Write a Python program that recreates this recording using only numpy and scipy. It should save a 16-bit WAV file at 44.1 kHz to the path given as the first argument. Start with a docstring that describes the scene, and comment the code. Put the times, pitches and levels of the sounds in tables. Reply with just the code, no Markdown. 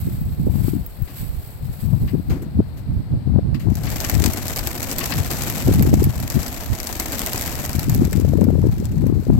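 """A flock of doves bursts out of a pickup's bed: feathers hiss, wings push air, wing tips clap.
Before that, steps swish through the lawn, small metal parts clink and the lowered tailgate knocks to rest.
Gusts sweep eddies past the two ports of a handheld microphone throughout; one port sounds full,
the other thin and glassy. Far trees and faint insects lie underneath."""
import sys
import numpy as np
from scipy import signal
from scipy.fft import rfft, irfft, next_fast_len
from scipy.io import wavfile
from scipy.ndimage import uniform_filter1d

SR = 44100
rng = np.random.default_rng(int(sys.argv[2]) if len(sys.argv) > 2 else 0)


def dump_mix(stems):
    """Bounce the given channels to the path in sys.argv[1] as a 16-bit WAV at rate SR."""
    frames = np.atleast_2d(stems).T  # one column per channel
    limited = np.clip(frames, -1, 1)  # hard clip at full scale
    pcm = np.round(limited * 32767).astype(np.int16)
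    wavfile.write(sys.argv[1], SR, pcm)


N = 414099
TIME = np.arange(N) / SR


# birds leaving in waves: t/s, level/dB
FLOCK_LEVEL = [(3.681, -52), (3.85, -36.5), (4.03, -31.5), (4.7, -33.5), (5.13, -30), (5.5, -30),
               (6.101, -39.5), (6.42, -33.5), (6.72, -37), (7.2, -29.5), (7.64, -33), (8.1, -42),
               (8.56, -52.5), (8.74, -46.5), (9.1, -55), (9.39, -51)]
# feather hiss: f/Hz, density/dB
FEATHER_SPECTRUM = [(700, -30), (1800, -2), (3500, -2), (7000, -2.5), (16000, -4.5)]
# air pushed by the wings: f/Hz, density/dB
PUFF_SPECTRUM = [(80, -7.5), (250, 11), (430, 1.5), (720, 4), (1000, -2.5), (2200, -9.5), (6000, -16)]

def flock(hiss_gain_db=3, air_gain_db=1.5, flick_s=0.001, sweep_s=0.016, puff_s=0.0086, full_db=-32):
    """Each stroke flicks the quills, sweeps the feathers over one another and pushes a puff of air."""
    hiss_db = on_timeline(FLOCK_LEVEL)
    air_db = full_db + 0.81 * (hiss_db - full_db)  # swells less than the hiss
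    airborne = np.interp(TIME, [3.6, 3.76], [0, 1])
    strokes = wingbeats()
    far_birds = .35 * strokes.mean()
    rustle = decay(0.15 * strokes + decay(strokes, sweep_s), flick_s) + far_birds
    barbs = grain(depth_db=5, tau_s=0.0022)  # feather edges catch and slip
    hiss = colour(air_noise() * np.sqrt(rustle) * barbs, FEATHER_SPECTRUM)
    hiss = even_out(unit_rms(hiss), span_s=0.048)
    puffs = np.sqrt(decay(decay(strokes, puff_s), flick_s) + far_birds)
    air = colour(air_noise(alike_below_hz=1460) * puffs, PUFF_SPECTRUM)
    air = even_out(unit_rms(air), span_s=0.067)
    return airborne * (from_db(hiss_db + hiss_gain_db) * hiss + from_db(air_db + air_gain_db) * air)


def wingbeats(birds=7, beat_hz=8.5, spread_db=3.5):
    """One power impulse per downstroke of the nearest birds, each on its own uneven beat."""
    strokes = np.zeros(N)
    for _ in range(birds):
        jitter, size = rng.standard_normal((2, N // SR * 20))
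        beats = np.cumsum(1 + 0.0738 * jitter) - rng.random()
        at = (beats * SR / (beat_hz * rng.uniform(.85, 1.15))).astype(int)
        heard = (at >= 0) & (at < N)
        strokes[at[heard]] += from_db(spread_db * size[heard]) ** 2
    return strokes


# loudest wing claps: t/s, level/dB, crack decay/s
WING_CLAPS = [(3.7542, -19.5, 0.0005), (3.902, -19, 0.00055), (4.0038, -14, 0.0005), (4.0478, -12, 0.00051),
              (4.0976, -10, 0.00055), (4.24, -7, 0.00055), (4.2608, -8, 0.00055), (4.3352, -9.5, 0.00048),
              (4.4815, -12, 0.00055), (4.561, -12.5, 0.00063), (4.586, -12.5, 0.00061),
              (4.6722, -9.5, 0.00055), (4.8295, -10, 0.00055), (4.9141, -9.5, 0.00055),
              (4.9836, -10, 0.00055), (5.057, -12, 0.00041), (5.3133, -12, 0.00048),
              (5.5001, -10.5, 0.00044), (5.7395, -14, 0.00059), (5.8245, -11, 0.00046),
              (6.0415, -12, 0.00061), (6.871, -13.5, 0.00055), (6.927, -15, 0.00046),
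              (6.9988, -8.5, 0.00044), (7.1933, -11.5, 0.00055), (7.2624, -10.5, 0.0006),
              (7.3327, -10, 0.00055), (7.3781, -14, 0.00055), (7.477, -13.5, 0.0006),
              (7.651, -15.5, 0.00072), (7.7937, -11, 0.00055), (7.897, -14.5, 0.00042),
              (7.9473, -15, 0.00048), (8.1295, -14, 0.00046), (8.1998, -21.5, 0.00049),
              (8.411, -24.5, 0.00055), (8.4414, -23, 0.00065), (8.8545, -26, 0.00055),
              (9.068, -28.5, 0.00055)]
# crack and rustle: f/Hz, gain/dB
CLAP_SPECTRUM = [(300, -3.5), (2000, -9), (5000, 5), (16000, 1)]
# air trapped between wings: f/Hz, density/dB
SLAP_SPECTRUM = [(100, -5), (280, 0.5), (700, 4.5), (1100, -3), (2300, 1.5), (5000, -18.5)]

def wing_claps(gain_db=6, pan_db=2, rustle_s=0.003, echo_s=0.0038, echo_db=-13, slap_s=0.0077):
    """Wing tips meet: a crack, a rustle, a hollow slap of trapped air, an echo off gate or ground."""
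    cracks, slaps, t = np.zeros((2, N)), np.zeros(N), TIME[:SR // 20]
    noise = air_noise()
    claps = list(WING_CLAPS) + light_claps()
    draws = rng.standard_normal((N // len(t), 3))
    for k, ((start, db, crack_s), (path, cupped, pan)) in enumerate(zip(claps, draws)):
        power = np.exp(-2 * t / crack_s) + 0.031 * np.exp(-t / rustle_s)
        bursts = np.sqrt(power) * noise[:, k * len(t):(k + 1) * len(t)]
        add(slaps, start, from_db(db - 19 + 3 * cupped) * np.exp(-t / slap_s))
        for side, burst, sign in zip(cracks, bursts, (1, -1)):
            burst = from_db(db + gain_db + sign * pan_db * pan) * burst / np.abs(burst).max()
            add(side, start, burst)
            add(side, start + echo_s * np.exp(0.23 * path), from_db(echo_db) * burst)
    return colour(cracks, CLAP_SPECTRUM) + slaps * unit_rms(colour(noise, SLAP_SPECTRUM))


def light_claps(per_s=8.4, boost_db=15.5, spread_db=2, crack_s=0.0014, step_s=0.01):
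    """Lighter wing touches at random, following the flock's level; rows as in WING_CLAPS."""
    times, levels = np.transpose(FLOCK_LEVEL)
    slots = np.arange(times[0], times[-1], step_s)
    chances, sizes = rng.random(N // 100), rng.standard_normal(N // 100)
    return [(start, np.interp(start, times, levels) + boost_db + spread_db * size, crack_s)
            for start, chance, size in zip(slots, chances, sizes) if chance < per_s * step_s]


# tailgate, crate and birds hitting the panel: t/s, ring/dB, thud/dB, scrape/dB, rattle decay/s
PANEL_KNOCKS = [(1.074, -43, -41, -47, 0.053), (2.076, -37, -45, -60, 0.026),
                (2.297, -36.5, -20, -36.5, 0.033), (2.419, -49, -34, -38, 0.012),
                (2.771, -48, -40, -43, .025), (3.543, -33, -53, -41, 0.016), (3.595, -41, -42, -40, 0.038),
                (3.87, -27, -39, -55, 0.017), (4.041, -22, -32, -45, 0.012), (5.006, -23, -33, -50, 0.02),
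                (5.12, -16.5, -34, -50, 0.0095)]
# upper panel modes: f/Hz, width/Hz, level/dB
RING_MODES = [(686, 49, -6), (1120, 71, 0), (1620, 500, -4.5), (1930, 400, -0.5), (2810, 580, -3.5),
              (4700, 920, -8.5)]
# low panel modes: f/Hz, width/Hz, level/dB
THUD_MODES = [(118, 10, -1), (188, 23, -0.5), (261, 24, 2.5), (330, 69, -2)]
# grit in the hinges and on the bed: f/Hz, density/dB
GRIT_SPECTRUM = [(2000, -15), (7000, 0.5), (14000, 0)]

def knocks(rise_s=0.0019):
    """Loose parts rattle and scrape briefly against the panel, which booms underneath."""
    rattle, thud, scrape = np.zeros((3, N))
    t = TIME[:SR // 2]
    for start, ring_db, thud_db, scrape_db, decay_s in PANEL_KNOCKS:
        add(rattle, start, from_db(ring_db) * np.exp(-t / decay_s))
        add(thud, start, from_db(thud_db) * np.exp(-t / (2 * decay_s)))
        add(scrape, start, from_db(scrape_db) * np.exp(-t / decay_s))
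    return (decay(rattle, rise_s) * unit_rms(resonate(air_noise(), RING_MODES))
            + decay(thud, rise_s) * unit_rms(resonate(air_noise(), THUD_MODES))
            + decay(scrape, rise_s) * unit_rms(colour(air_noise(), GRIT_SPECTRUM)))


# small metal parts touching: t/s, level/dB, t60 multiplier
METAL_TOUCHES = [(.208, -36, 2.1), (.25, -36, 3), (.863, -23, .8), (1.022, -26, .9)]
# their modes: f/Hz, level/dB, base t60/s
METAL_MODES = [(7700, -24, 0.055), (10260, -17, .06), (13600, -3, 0.043), (15750, -3, 0.053)]

def clinks(spread_db=2.5):
    """Each touch rings every mode of the metal with a strength of its own."""
    out, t = np.zeros(N), TIME[:SR // 2]
    for start, db, stretch in METAL_TOUCHES:
        for hz, mode_db, t60 in METAL_MODES:
            strength = from_db(db + mode_db + rng.normal(0, spread_db))
            envelope = from_db(-60 * t / (stretch * t60))
            add(out, start, strength * envelope * np.sin(2 * np.pi * hz * t))
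    return out


# legs brushing grass: t/s, length/s, level/dB
LEG_SWISHES = [(0, 0.14, -48.5), (.55, 0.16, -46.5), (1.17, 0.036, -42.5), (1.3, .24, -55.5),
               (1.75, .09, -53), (2.02, 0.075, -54.5)]
# sliding blades: f/Hz, density/dB
GRASS_SPECTRUM = [(300, -13), (900, -8), (2300, -6), (4400, -4.5), (6500, -14), (8000, -2), (12000, -3),
                  (15500, 1.5)]

def grass(gain_db=11):
    """Blades slide over shoes and trousers with every step, until the walker comes to rest."""
    blades = grain(depth_db=2, tau_s=0.0098)
    walking = from_db(-54.5) * np.interp(TIME, [1.9, 2.5, 3.6], [1, .33, .05])
    brushing = np.hypot(walking, swells(LEG_SWISHES, attack_s=.04, release_s=0.062))
    return brushing * from_db(gain_db) * unit_rms(colour(air_noise() * blades, GRASS_SPECTRUM))


# gusts on the ports: t/s, length/s, left/dB, right/dB
PORT_GUSTS = [(0, 0.15, -24.5, -23), (0.182, 0.15, -22.5, -22), (0.388, 0.086, -23, -17.5),
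              (0.491, 0.17, -14.5, -33), (.65, 0.16, -18, -32), (1.007, 0.028, -16.5, -43),
              (1.209, .19, -30, -23), (1.618, 0.1, -23, -29), (1.838, .14, -15.5, -42),
              (2.012, 0.056, -17.5, -17), (2.125, 0.074, -18.5, -43), (2.295, 0.038, -14.5, -19),
              (2.575, 0.028, -9.5, -13.5), (2.886, 0.12, -24, -17.5), (3.118, 0.058, -19, -15.5),
              (3.276, 0.11, -11.5, -29), (3.437, 0.14, -33, -15.5), (3.653, 0.069, -10.5, -42),
              (3.76, 0.2, -21.5, -31), (4.137, 0.15, -12.5, -35), (4.62, 0.043, -20, -36),
              (5.164, 0.048, -15.5, -23), (5.661, 0.436, -13, -16), (6.164, 0.093, -24, -24.5),
              (6.35, 0.044, -13, -27), (6.703, 0.029, -26, -14), (7.76, 0.026, -15.5, -36),
              (7.873, 0.2, -14, -19.5), (8.14, 0.56, -12.5, -35), (8.62, 0.11, -19, -21),
              (8.973, 0.23, -13.5, -28), (9.288, 0.095, -10, -18)]
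# breeze between gusts: t/s, level/dB
BREEZE_LEVEL = [(0, -33), (.8, -28.5), (.93, -36), (1.6, -33), (2.4, -27.5), (2.8, -29.5), (4.1, -26.5),
                (4.9, -30), (5.3, -26), (6.8, -31.5), (8.9, -20.5), (9.39, -32.5)]

def wind(port, shelter_db=0, gain_db=.5, usual_db=-19, calm_db=-29, gust_s=0.36, flutter_hz=800):
    """Gusts over a breeze buffet one port (0 left, 1 right); sustained gusts sound higher."""
    breeze_db = on_timeline(BREEZE_LEVEL)
    gusts = swells(np.array(PORT_GUSTS)[:, [0, 1, 2 + port]], attack_s=0.013, release_s=0.011)
    pressure = np.hypot(gusts, from_db(breeze_db + shelter_db)) * from_db(gain_db)
    sustained_db = 20 * np.log10(uniform_filter1d(pressure, int(gust_s * SR)) + 1e-9)
    excess_db = sustained_db - usual_db + 0.33 * (breeze_db - calm_db)  # a stiff breeze adds speed
    speed = np.minimum(from_db(0.59 * excess_db), 2)
    swings = pressure * turbulence(speed) + buffets(pressure)
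    # in a sustained gust the hardest swings tear off at the port's rim and flutter
    lowpass = signal.butter(6, flutter_hz, fs=SR, output="sos")
    flutter = unit_rms(signal.sosfilt(lowpass, rng.standard_normal(N)))
    return swings + flutter * np.tanh(swings) ** 2 * from_db(np.minimum(excess_db, 0) - 16)


# smooth turbulence: f/Hz, density/dB
TURBULENCE_SPECTRUM = [(20, -24.5), (45, -9), (80, -0.5), (140, -3.5), (300, -21), (750, -53),
                       (3000, -81.5)]

def turbulence(speed, count=1000, eddy_hz=125, octave_spread=0.72 / np.log(2), smooth_db=-8):
    """Random eddies ride on smooth turbulence; faster air sweeps them by quicker and more evenly."""
    smooth = unit_rms(colour(rng.standard_normal(N), TURBULENCE_SPECTRUM))
    eddies = np.zeros(N)
    for (when, phase, size), strength in zip(rng.random((count, 3)), rng.standard_normal(count)):
        at = int(when * N)
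        hz = eddy_hz * speed[at] * 2 ** (octave_spread * (2 * size - 1))
        add(eddies, at / SR - 1 / 40, from_db(6.5 * strength / speed[at]) * eddy(hz, phase))
    return even_out(unit_rms(eddies) + from_db(smooth_db) * smooth, span_s=0.049)


# hardest eddies in the gusts: t/s, relative level/dB, f/Hz
HARD_EDDIES = [(.076, 5.5, 197), (.474, 3.5, 227), (1.936, 6.5, 132), (2.144, 9, 221), (2.594, 0, 213),
               (3.361, 0, 160), (3.386, -1, 250), (4.171, 2.5, 131), (5.687, 3.5, 290), (5.802, 6, 149),
               (5.94, 6, 245), (6.368, 4, 165), (8.021, 5, 230), (8.257, -3, 150), (8.419, 4, 185),
               (8.486, 2.5, 200), (9.1, -0.5, 290), (9.302, 0.5, 290)]

def buffets(pressure, gain_db=-2.5, shed_db=-9, scatter_s=0.0121):
    """Each big eddy hits the port and sheds three weaker ones."""
    out = np.zeros(N)
    for centre_s, db, hz in HARD_EDDIES:
        start = centre_s - 1 / 40
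        strength = pressure[int(centre_s * SR)] * from_db(db + gain_db) * np.sqrt(SR / 50)
        add(out, start, strength * eddy(hz, rng.random()))
        for lag, size, phase in rng.uniform(-1.016, 1, size=(3, 3)):
            shed = from_db(shed_db) * eddy(hz * np.exp(0.72 * size), phase)
            add(out, start + scatter_s * lag, strength * shed)
    return out


def eddy(hz, phase, width_cycles=0.44):
    """Pressure swing of one eddy crossing a port; unit energy, centred 1/40 s in."""
    t = TIME[:SR // 20] - 1 / 40
    swing = np.exp(-.5 * (t * hz / width_cycles) ** 2) * np.sin(2 * np.pi * (hz * t + phase))
    return swing / np.sqrt(np.sum(swing ** 2))


# trees and insects: f/Hz, density/dB
FIELD_SPECTRUM = [(400, 5), (730, 4), (1100, -5), (2200, -10.5), (3300, -12.5), (4300, -7), (6600, -30),
                  (8700, -14.5), (10500, -22), (16000, -30)]

def field(level_db=-46):
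    """Steady noise of far trees and a faint band of insects."""
    return from_db(level_db) * unit_rms(colour(air_noise(alike_below_hz=700), FIELD_SPECTRUM))


def from_db(db):
    return 10 ** (np.asarray(db) / 20)


def unit_rms(x):
    return x / np.sqrt(np.mean(x ** 2) + 1e-20)


def on_timeline(rows):
    return np.interp(TIME, *np.transpose(rows))


def add(track, start_s, piece):
    at = max(int(start_s * SR), 0)
    track[at:at + len(piece)] += piece[:max(N - at, 0)]


def decay(x, tau_s):
    """Every impulse dies away exponentially; its area is kept."""
    pole = np.exp(-1 / (tau_s * SR))
    return signal.lfilter([1 - pole], [1, -pole], x + 1e-18)


def grain(depth_db, tau_s):
    """Randomly flickering gain."""
    return from_db(depth_db * unit_rms(decay(rng.standard_normal(N), tau_s)))


def swells(rows, attack_s, release_s):
    """Amplitude of events that rise, hold and die away; their powers add."""
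    power, t = 0, TIME[::20]
    for start, length, db in rows:
        rise = np.maximum(start - t, 0) / attack_s
        fall = np.maximum(t - start - length, 0) / release_s
        power = power + (from_db(db) * np.exp(-rise - fall)) ** 2
    return np.interp(TIME, t, np.sqrt(power))


def even_out(x, span_s):
    """Divides out the slow level and keeps the quick texture."""
    size = int(span_s * SR)
    power = uniform_filter1d(uniform_filter1d(x ** 2, size), size)
    return x / np.sqrt(np.abs(power) + 1e-9)


def air_noise(alike_below_hz=1100):
    """Noise at two ports, shared in the bass and unrelated in the treble."""
    mid, side = rng.standard_normal((2, N))
    side = signal.sosfilt(signal.butter(1, alike_below_hz, "high", fs=SR, output="sos"), side)
    return unit_rms(np.array([mid + side, mid - side]))


def colour(x, spectrum):
    """Minimum-phase filter with the given response."""
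    size = 2 * next_fast_len(x.shape[-1] // 2 + SR // 10)
    hz, db = np.transpose(spectrum)
    grid_hz = np.maximum(np.arange(size // 2 + 1) * SR / size, 1)
    gain = from_db(np.interp(np.log(grid_hz), np.log(hz), db))
    cepstrum = irfft(np.log(gain))
    cepstrum[1:size // 2] *= 2
    cepstrum[size // 2 + 1:] = 0
    return irfft(rfft(x, size) * np.exp(rfft(cepstrum)))[..., :x.shape[-1]]


def resonate(x, modes):
    """Parallel resonances of alternating sign."""
    out = 0
    for k, (hz, width_hz, db) in enumerate(modes):
        r = np.exp(-np.pi * width_hz / SR)
        ring = signal.lfilter([1, 0, -1], [1, -2 * r * np.cos(2 * np.pi * hz / SR), r * r], x)
        out = out + (-1) ** k * from_db(db) * (1 - r * r) / 2 * ring
    return out


# full left port: f/Hz, gain/dB
LEFT_RESPONSE = [(300, 0), (2300, 2), (3300, -2), (4400, 0), (6500, 1), (8000, 3), (9000, -5.5),
                 (10200, -10.5), (12300, -5.5), (15600, -6.5)]
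# thin, glassy right port: f/Hz, gain/dB
RIGHT_RESPONSE = [(300, -2), (1000, -6), (1600, -5), (2300, -12.5), (3300, -15.5), (6300, -23.5),
                  (8000, -18.5), (9000, -12.5), (10200, -9.5), (11200, 1), (12300, 7), (14000, -0.5),
                  (15600, -2.5)]

def scene():
    """Each port colours the airborne sound in its own way and catches its own wind."""
    left, right = flock() + wing_claps() + grass() + clinks() + knocks() + field()
    return np.array([colour(left, LEFT_RESPONSE) + wind(port=0),
                     colour(right, RIGHT_RESPONSE) + wind(port=1, shelter_db=-1.5)])


def record(dry):
    """The strongest peaks are rounded off, and the top is cut."""
    ceiling, cutoff_hz = .95, 15900
    rounded = dry / (1 + (dry / ceiling) ** 4) ** (1 / 4)
    return signal.sosfilt(signal.ellip(10, .1, 80, cutoff_hz, fs=SR, output="sos"), rounded)


dry = scene()
out = record(dry)
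dump_mix(out)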